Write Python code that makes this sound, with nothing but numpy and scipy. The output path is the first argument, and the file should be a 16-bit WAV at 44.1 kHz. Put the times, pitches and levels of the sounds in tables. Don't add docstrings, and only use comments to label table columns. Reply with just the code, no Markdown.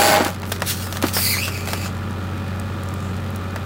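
import sys
import numpy as np
from scipy import signal
from scipy.fft import rfft, irfft, next_fast_len
from scipy.io import wavfile
from scipy.ndimage import uniform_filter1d, map_coordinates

SR = 44100
rng = np.random.default_rng(int(sys.argv[2]) if len(sys.argv) > 2 else 0)


def generate_wav(signal):
    frames = np.transpose(np.atleast_2d(signal))
    scaled = np.clip(frames, -1, 1) * 32767
    pcm = np.round(scaled).astype(np.int16)
    wavfile.write(sys.argv[1], SR, pcm)


N = 160965

# (frequency [Hz], relative level [dB])
CRACK_SPECTRUM = [(300, -22), (1200, -0.5), (3000, 1.5), (5500, -1.5), (9000, -5.5), (16000, -7.5)]
# (frequency [Hz], relative level [dB])
WOOD_SPECTRUM = [(100, -36), (350, -2.5), (600, 2), (1100, -0.5), (1800, -2), (3000, -11.5), (6000, -19.5),
                 (16000, -40)]


def amp(db):
    return 10 ** (np.asarray(db) / 20)


def unit(x):
    return x / np.sqrt(np.mean(x ** 2) + 1e-20)


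def curves(rows):
    s, *cols = np.transpose(rows)
    return [np.interp(np.arange(N) / SR, s, c) for c in cols]


def wobble(rate):
    knots = rng.standard_normal(int(N * rate / SR) + 4)
    return map_coordinates(knots, [np.arange(N) * rate / SR])


def filtered(x, response):
    m = next_fast_len(len(x) + 4096)
    return irfft(rfft(x, m) * response(np.fft.rfftfreq(m, 1 / SR)), m)[:len(x)]


def colour(x, points):
    f, db = np.transpose(points)
    return unit(filtered(x, lambda hz: amp(np.interp(np.log(hz + 1), np.log(f), db))))


def noise(points, size=N):
    return colour(rng.standard_normal(size), points)


def add(track, s, sound):
    part = track[max(0, round(s * SR)):][:len(sound)]
    part += sound[:len(part)]


def patchy(x, depth_db):
    z = signal.stft(x, nperseg=512)[2]
    field = uniform_filter1d(rng.standard_normal(z.shape), size=3, axis=0)
    field = uniform_filter1d(field, size=9, axis=1)
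    return unit(signal.istft(z * amp(depth_db * unit(field)), nperseg=512)[1][:N])


def hollowed(x, hz, depth):
    delayed = map_coordinates(x, [np.arange(N) - SR / hz])
    return (x + depth * delayed) / np.sqrt(1 + depth ** 2)


def reflected(x):
    echo_s, echo_db = .016, -5
    taps = np.zeros(SR // 10)
    for late, size in rng.random((12, 2)):
        taps[round((.001 + late * echo_s) * SR)] += size - .5
    return x + amp(echo_db) * signal.fftconvolve(x, taps / np.linalg.norm(taps))[:N]


def engine():
    # (multiple of the cycle rate, relative level [dB])
    orders = [(3, -49), (5, -51.5), (7, -42), (8, -41), (9, -42), (11, -43.5), (12, -40), (13, -41),
              (14, -42), (15, -41.5), (21, -47.5), (26, -46), (36, -46), (50, -53.5), (63, -53),
              (75, -49.5), (78, -48), (84, -46.5), (90, -49.5), (93, -49.5), (111, -53), (159, -55)]
    # (time [s], gain [dB])
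    engine_swell = [(0, -5.5), (.45, -3), (1.1, -1.5), (1.9, -0.5), (3, -0.5), (3.65, -1)]
    # (frequency [Hz], relative level [dB])
    exhaust_spectrum = [(25, -52), (45, -20), (70, -7.5), (120, -8), (195, -2), (260, -6.5), (400, -12.5),
                        (600, -17.5), (1200, -45)]
    # (frequency [Hz], relative level [dB])
    clatter_spectrum = [(200, -8.5), (420, 0), (540, 2), (670, -3), (780, 1.5), (1000, -2), (1350, 1),
                        (1600, -4), (1750, -2), (2100, -8), (2500, -8.5), (3700, -11), (5800, -21),
                        (7800, -23.5), (10000, -29), (16000, -28)]
    cycle_hz, drift = 15.45, .002
    firing_db, firing_wobble_db, order_wobble_db = -27.5, .3, 2
    exhaust_db, clatter_db, clatter_pulse = -34, -36, 0.2

    phase = 2 * np.pi * np.cumsum(cycle_hz * (1 + drift * wobble(5))) / SR
    firing = 6 * phase
    out = np.sqrt(2) * amp(firing_db + firing_wobble_db * wobble(12)) * np.sin(firing)
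    for order, db in orders:
        level = np.sqrt(2) * amp(db + order_wobble_db * wobble(7.04))
        out += level * np.sin(order * phase + 2 * np.pi * rng.random() + 0.28 * wobble(12))
    out += amp(exhaust_db) * noise(exhaust_spectrum)
    pulse = 1 + clatter_pulse * np.sin(firing) + 0.13 * np.sin(firing / 2)
    out += amp(clatter_db) * unit(noise(clatter_spectrum) * pulse)
    return out * amp(curves(engine_swell)[0])


def valve():
    # (time [s], relative hiss level [dB], relative top sizzle level [dB])
    sputter = [(.42, -72, -73), (.47, -53, -41), (.55, -39, -40), (.59, -57, -61), (.655, -42, -41),
               (.672, -27.5, -24), (.715, -23, -24), (.745, -35.5, -35.5), (.85, -37, -36),
               (.89, -44.5, -40), (.96, -40, -39), (1.005, -52, -47), (1.075, -35, -30), (1.13, -44, -44),
               (1.136, -28.5, -21), (1.23, -28, -21), (1.33, -29, -20.5), (1.36, -29, -31), (1.4, -32, -31),
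               (1.48, -31.5, -34), (1.5, -42.5, -44), (1.55, -36.5, -40), (1.66, -42.5, -45),
               (1.68, -36.5, -35), (1.78, -39.5, -42), (1.865, -36, -40), (1.9, -48, -66), (2, -85, -85)]
    # (frequency [Hz], relative level [dB])
    hiss_spectrum = [(500, -29), (1500, -3), (2500, -2), (3500, 0.5), (5200, -1), (6500, -0.5), (8000, -4),
                     (10000, -11), (15000, -21)]
    # (frequency [Hz], relative level [dB])
    sizzle_spectrum = [(4000, -30), (7000, -12), (8400, -1), (10000, -0.5), (12000, -2), (13300, 0.5),
                       (15300, 2)]
    # (time [s], mean pitch [Hz], relative first partial level [dB], relative second [dB])
    whistle = [(1.12, 2650, -80, -70), (1.145, 2584, -52, -25.5), (1.21, 2336, -46, -31),
               (1.26, 2236, -30.5, -28.5), (1.31, 2316, -29, -26.5), (1.365, 2070, -30.5, -35.5),
               (1.39, 2338, -27.5, -38), (1.455, 2788, -30, -39), (1.5, 2666, -41, -45),
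               (1.55, 2356, -34, -50), (1.64, 2424, -43, -63), (1.86, 2450, -40, -51),
               (1.91, 2450, -80, -78)]
    # (frequency [Hz], width [Hz], boost [dB])
    pipe_modes = [(4270, 52, 6.5), (4460, 44, 8), (4755, 47, 10.5), (5440, 53, 4), (8280, 70, 7),
                  (9100, 70, 3), (11220, 32, 10), (13238, 70, 10)]
    # (time [s], relative level [dB])
    rush = [(1.9, -70), (2.5, -69), (2.7, -65), (3.08, -52), (3.18, -68), (3.65, -64)]
    # (frequency [Hz], relative level [dB])
    rush_spectrum = [(4000, -25), (6500, -1), (7600, 1), (8700, -5), (10000, -20)]
    flutter_hz, whistle_wander = 230, .02
    rough_db, ripple_db = 1.2, 2.5
    comb = 0.51

    hz, first_db, second_db = curves(whistle)
    hiss_db, sizzle_db = curves(sputter)
    phase = 2 * np.pi * np.cumsum(hz * (1 + whistle_wander * wobble(40))) / SR
    depth = comb * amp(np.minimum(first_db - hiss_db, 0))
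    out = amp(hiss_db) * hollowed(patchy(noise(hiss_spectrum), ripple_db), hz, depth)
    out += amp(sizzle_db) * patchy(noise(sizzle_spectrum), ripple_db)

    def flutter(k):
        return filtered(rng.standard_normal(N), lambda f: 1 / (1 + (f / (k * flutter_hz)) ** 4))

    for k, db in enumerate([first_db, second_db], 1):
        out += amp(db) * unit(flutter(k) * np.cos(k * phase) + flutter(k) * np.sin(k * phase))

    def pipes(f):
        return amp(sum(db / (1 + (2 * (f - centre) / width) ** 2) for centre, width, db in pipe_modes))

    roughness = amp(rough_db * wobble(350) + 0.49 * wobble(35.1))
    return filtered(out, pipes) * roughness + amp(curves(rush)[0]) * noise(rush_spectrum)


def splinters():
    # (time [s], relative level [dB], centre frequency [Hz])
    ticks = [(1.969, -35, 7040), (2.109, -35, 6500), (2.13, -37, 6940), (2.598, -26, 8100),
             (2.835, -30, 9100), (2.888, -29.5, 7000), (2.94, -29.5, 8500), (3.1665, -33, 6540),
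             (3.305, -34, 13000), (3.3607, -24, 11000)]
    # (time [s], level [dB])
    crackle_level = [(0, -32), (.28, -37), (.4, -44.5), (.9, -42.5), (1.1, -40.5), (1.8, -42), (2, -56),
                     (3.65, -53)]
    tick_s, tick_octaves = 0.001, 0.79
    breaks_per_s, spread_db = 70, 5
    out, t = np.zeros(N), np.arange(SR // 30) / SR
    for s, db, hz in ticks:
        band = lambda f: 1 / (1 + (np.log2((f + 1) / hz) / tick_octaves) ** 2)
        tick = unit(filtered(rng.standard_normal(len(t)), band))
        add(out, s, amp(db) * tick * (np.exp(-t / tick_s) + 0.071 * np.exp(-t / .007)))
    sizes = amp(spread_db * np.clip(rng.standard_normal(N), -2, 2))
    breaks = (rng.random(N) < breaks_per_s / SR) * sizes
    bursts = signal.fftconvolve(breaks, np.exp(-t / tick_s))[:N]
    return out + amp(curves(crackle_level)[0]) * unit(bursts * noise(CRACK_SPECTRUM))


def knocks():
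    # (time [s], relative level [dB])
    knock_times = [(.205, -10), (0.255, -14.5), (1.035, -9.5)]
    # (frequency [Hz], relative level [dB], time to fall 60 dB [s])
    log_modes = [(248, -3, 0.085), (308.5, -1, 0.081), (373, -3.5, 0.078), (507, -10, .05),
                 (668, -10, 0.06), (892, -11, .05), (1220, -9.5, 0.045)]
    rise_s, crunch_db, crunch_s = 0.0033, -3.5, 0.013
    out, t = np.zeros(N), np.arange(SR // 4) / SR
    for s, db in knock_times:
        ring = sum(amp(level - 60 * t / t60) * np.sin(2 * np.pi * (hz * t + rng.random()))
                   for hz, level, t60 in log_modes)
        crunch = amp(crunch_db) * noise(WOOD_SPECTRUM, size=len(t)) * np.exp(-t / crunch_s)
        add(out, s, amp(db) * (ring + crunch) * (1 - np.exp(-t / rise_s)))
    return out


def judder():
    # (time [s], slip rate [1/s], snap level [dB], relative groan and beam level [dB])
    slipping = [(0, 116, -18.5, -18), (.07, 123, -17.5, -17.5), (.13, 98, -20, -16.5), (.17, 100, -26, -16),
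                (.2, 97, -38, -19), (.225, 97, -35, -26), (.265, 100, -31, -26.5), (.3, 100, -38, -36),
                (.36, 100, -47, -48), (.42, 100, -80, -72)]
    # (frequency [Hz], relative level [dB])
    snap_spectrum = [(500, -9), (1500, 3), (3000, -2.5), (3800, -2), (4600, 3), (5800, -7), (7500, 0),
                     (8800, -10.5), (10300, -1), (12000, -11), (15000, -3.5)]
    # (frequency [Hz], relative level [dB])
    groan_spectrum = [(60, -45), (150, -11.5), (280, -3.5), (700, 0.5), (1300, -4.5), (2100, -8.5),
                      (3200, -13.5), (8000, -27)]
    # (mean frequency [Hz], width [Hz], relative level per root hertz of width [dB])
    beam_modes = [(628, 15, 3.5), (813, 15.65, 6.5), (1508, 10.2, 0.5), (1564, 14, -10), (1886, 15.6, -9),
                  (2180, 20, -6), (4560, 120, -17.5), (7000, 40, -21), (7740, 30, -18), (10040, 40, -23)]
    jitter_s, decay_s, rub = .0004, 0.00063, 0.36
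    second_s, second_size = .0027, 0.5
    beam_db = -1

    rate, snap_db, groan_db = curves(slipping)
    starts = np.flatnonzero(np.diff(np.floor(np.cumsum(rate) / SR), prepend=-1)) / SR
    t = np.arange(SR // 50) / SR
    burst = np.exp(-t / decay_s)
    grip = np.full(N, rub, dtype=float)
    for s, (late, first, second) in zip(starts, rng.standard_normal((SR // 100, 3))):
        slip = s + jitter_s * late
        add(grip, slip, amp(1.5 * first) * burst)
        add(grip, slip + second_s, second_size * amp(2 * second) * burst)

    beam = np.zeros(N)
    for hz, width, db in beam_modes:
        phase = 2 * np.pi * np.cumsum(hz + .3 * width * wobble(3 * width)) / SR
        beam += amp(db) * np.sqrt(width) * np.sin(phase) * (1 + .3 * wobble(44.6))
    groan = colour(grip * rng.standard_normal(N), groan_spectrum) + amp(beam_db) * unit(beam)
    snaps = colour(grip * rng.standard_normal(N), snap_spectrum)
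    return amp(snap_db) * snaps + amp(groan_db) * groan


def cracks():
    # (time [s], relative snap level [dB], relative wood ring level [dB], snap decay [s])
    crack_times = [(.207, -24, -28, .002), (0.2476, -14.5, -28, 0.0026), (.266, -21, -23, 0.0026),
                   (.28, -16, -24, 0.00074), (.361, -33, -36, .001), (0.431, -34, -25, .002),
                   (.519, -16, -20.5, 0.0053), (.562, -28, -30, 0.0016), (0.6202, -13, -17, 0.0015),
                   (.868, -34, -29.5, .002), (0.9253, -19, -29, 0.0021), (.958, -33, -29, .002),
                   (.97, -18.5, -28.5, 0.0022), (1.025, -8.5, -23, .001), (1.068, -18, -29, .001),
                   (1.084, -18, -29, 0.0021), (1.166, -28, -16.5, .002), (1.184, -20, -21, .002),
                   (1.368, -26, -24, .002), (1.479, -25, -24.5, .002), (1.674, -25, -25, 0.0025),
                   (1.686, -21, -25.5, .002), (1.733, -13, -20, 0.0016), (1.859, -27.5, -26, .002),
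                   (3.5598, -25, -24, .002)]
    wood_s, tail_s = 0.0064, 0.027
    snap_tail_db, ring_tail_db = -21, -15.5
    out, t = np.zeros(N), np.arange(SR // 6) / SR
    tail = np.exp(-t / tail_s)
    onset = 1 - np.exp(-t / 0.00022)
    for s, snap_db, ring_db, snap_s in crack_times:
        snap = noise(CRACK_SPECTRUM, size=len(t)) * (np.exp(-t / snap_s) + amp(snap_tail_db) * tail)
        ring = noise(WOOD_SPECTRUM, size=len(t)) * (np.exp(-t / wood_s) + amp(ring_tail_db) * tail)
        add(out, s, (amp(snap_db) * snap + amp(ring_db) * ring) * onset)
    return out


def scene():
    oil = amp(-1.06) * reflected(valve())
    return (engine() + judder() + oil + cracks() + knocks() + splinters())[None]


def record(dry):
    ceiling, top_hz = 0.64, 15850
    soft = dry / (1 + np.abs(dry / ceiling) ** 6) ** (1 / 6)
    return np.array([filtered(ch, lambda hz: 1 / (1 + (hz / top_hz) ** 200)) for ch in soft])


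dry = scene()
out = record(dry)
generate_wav(out)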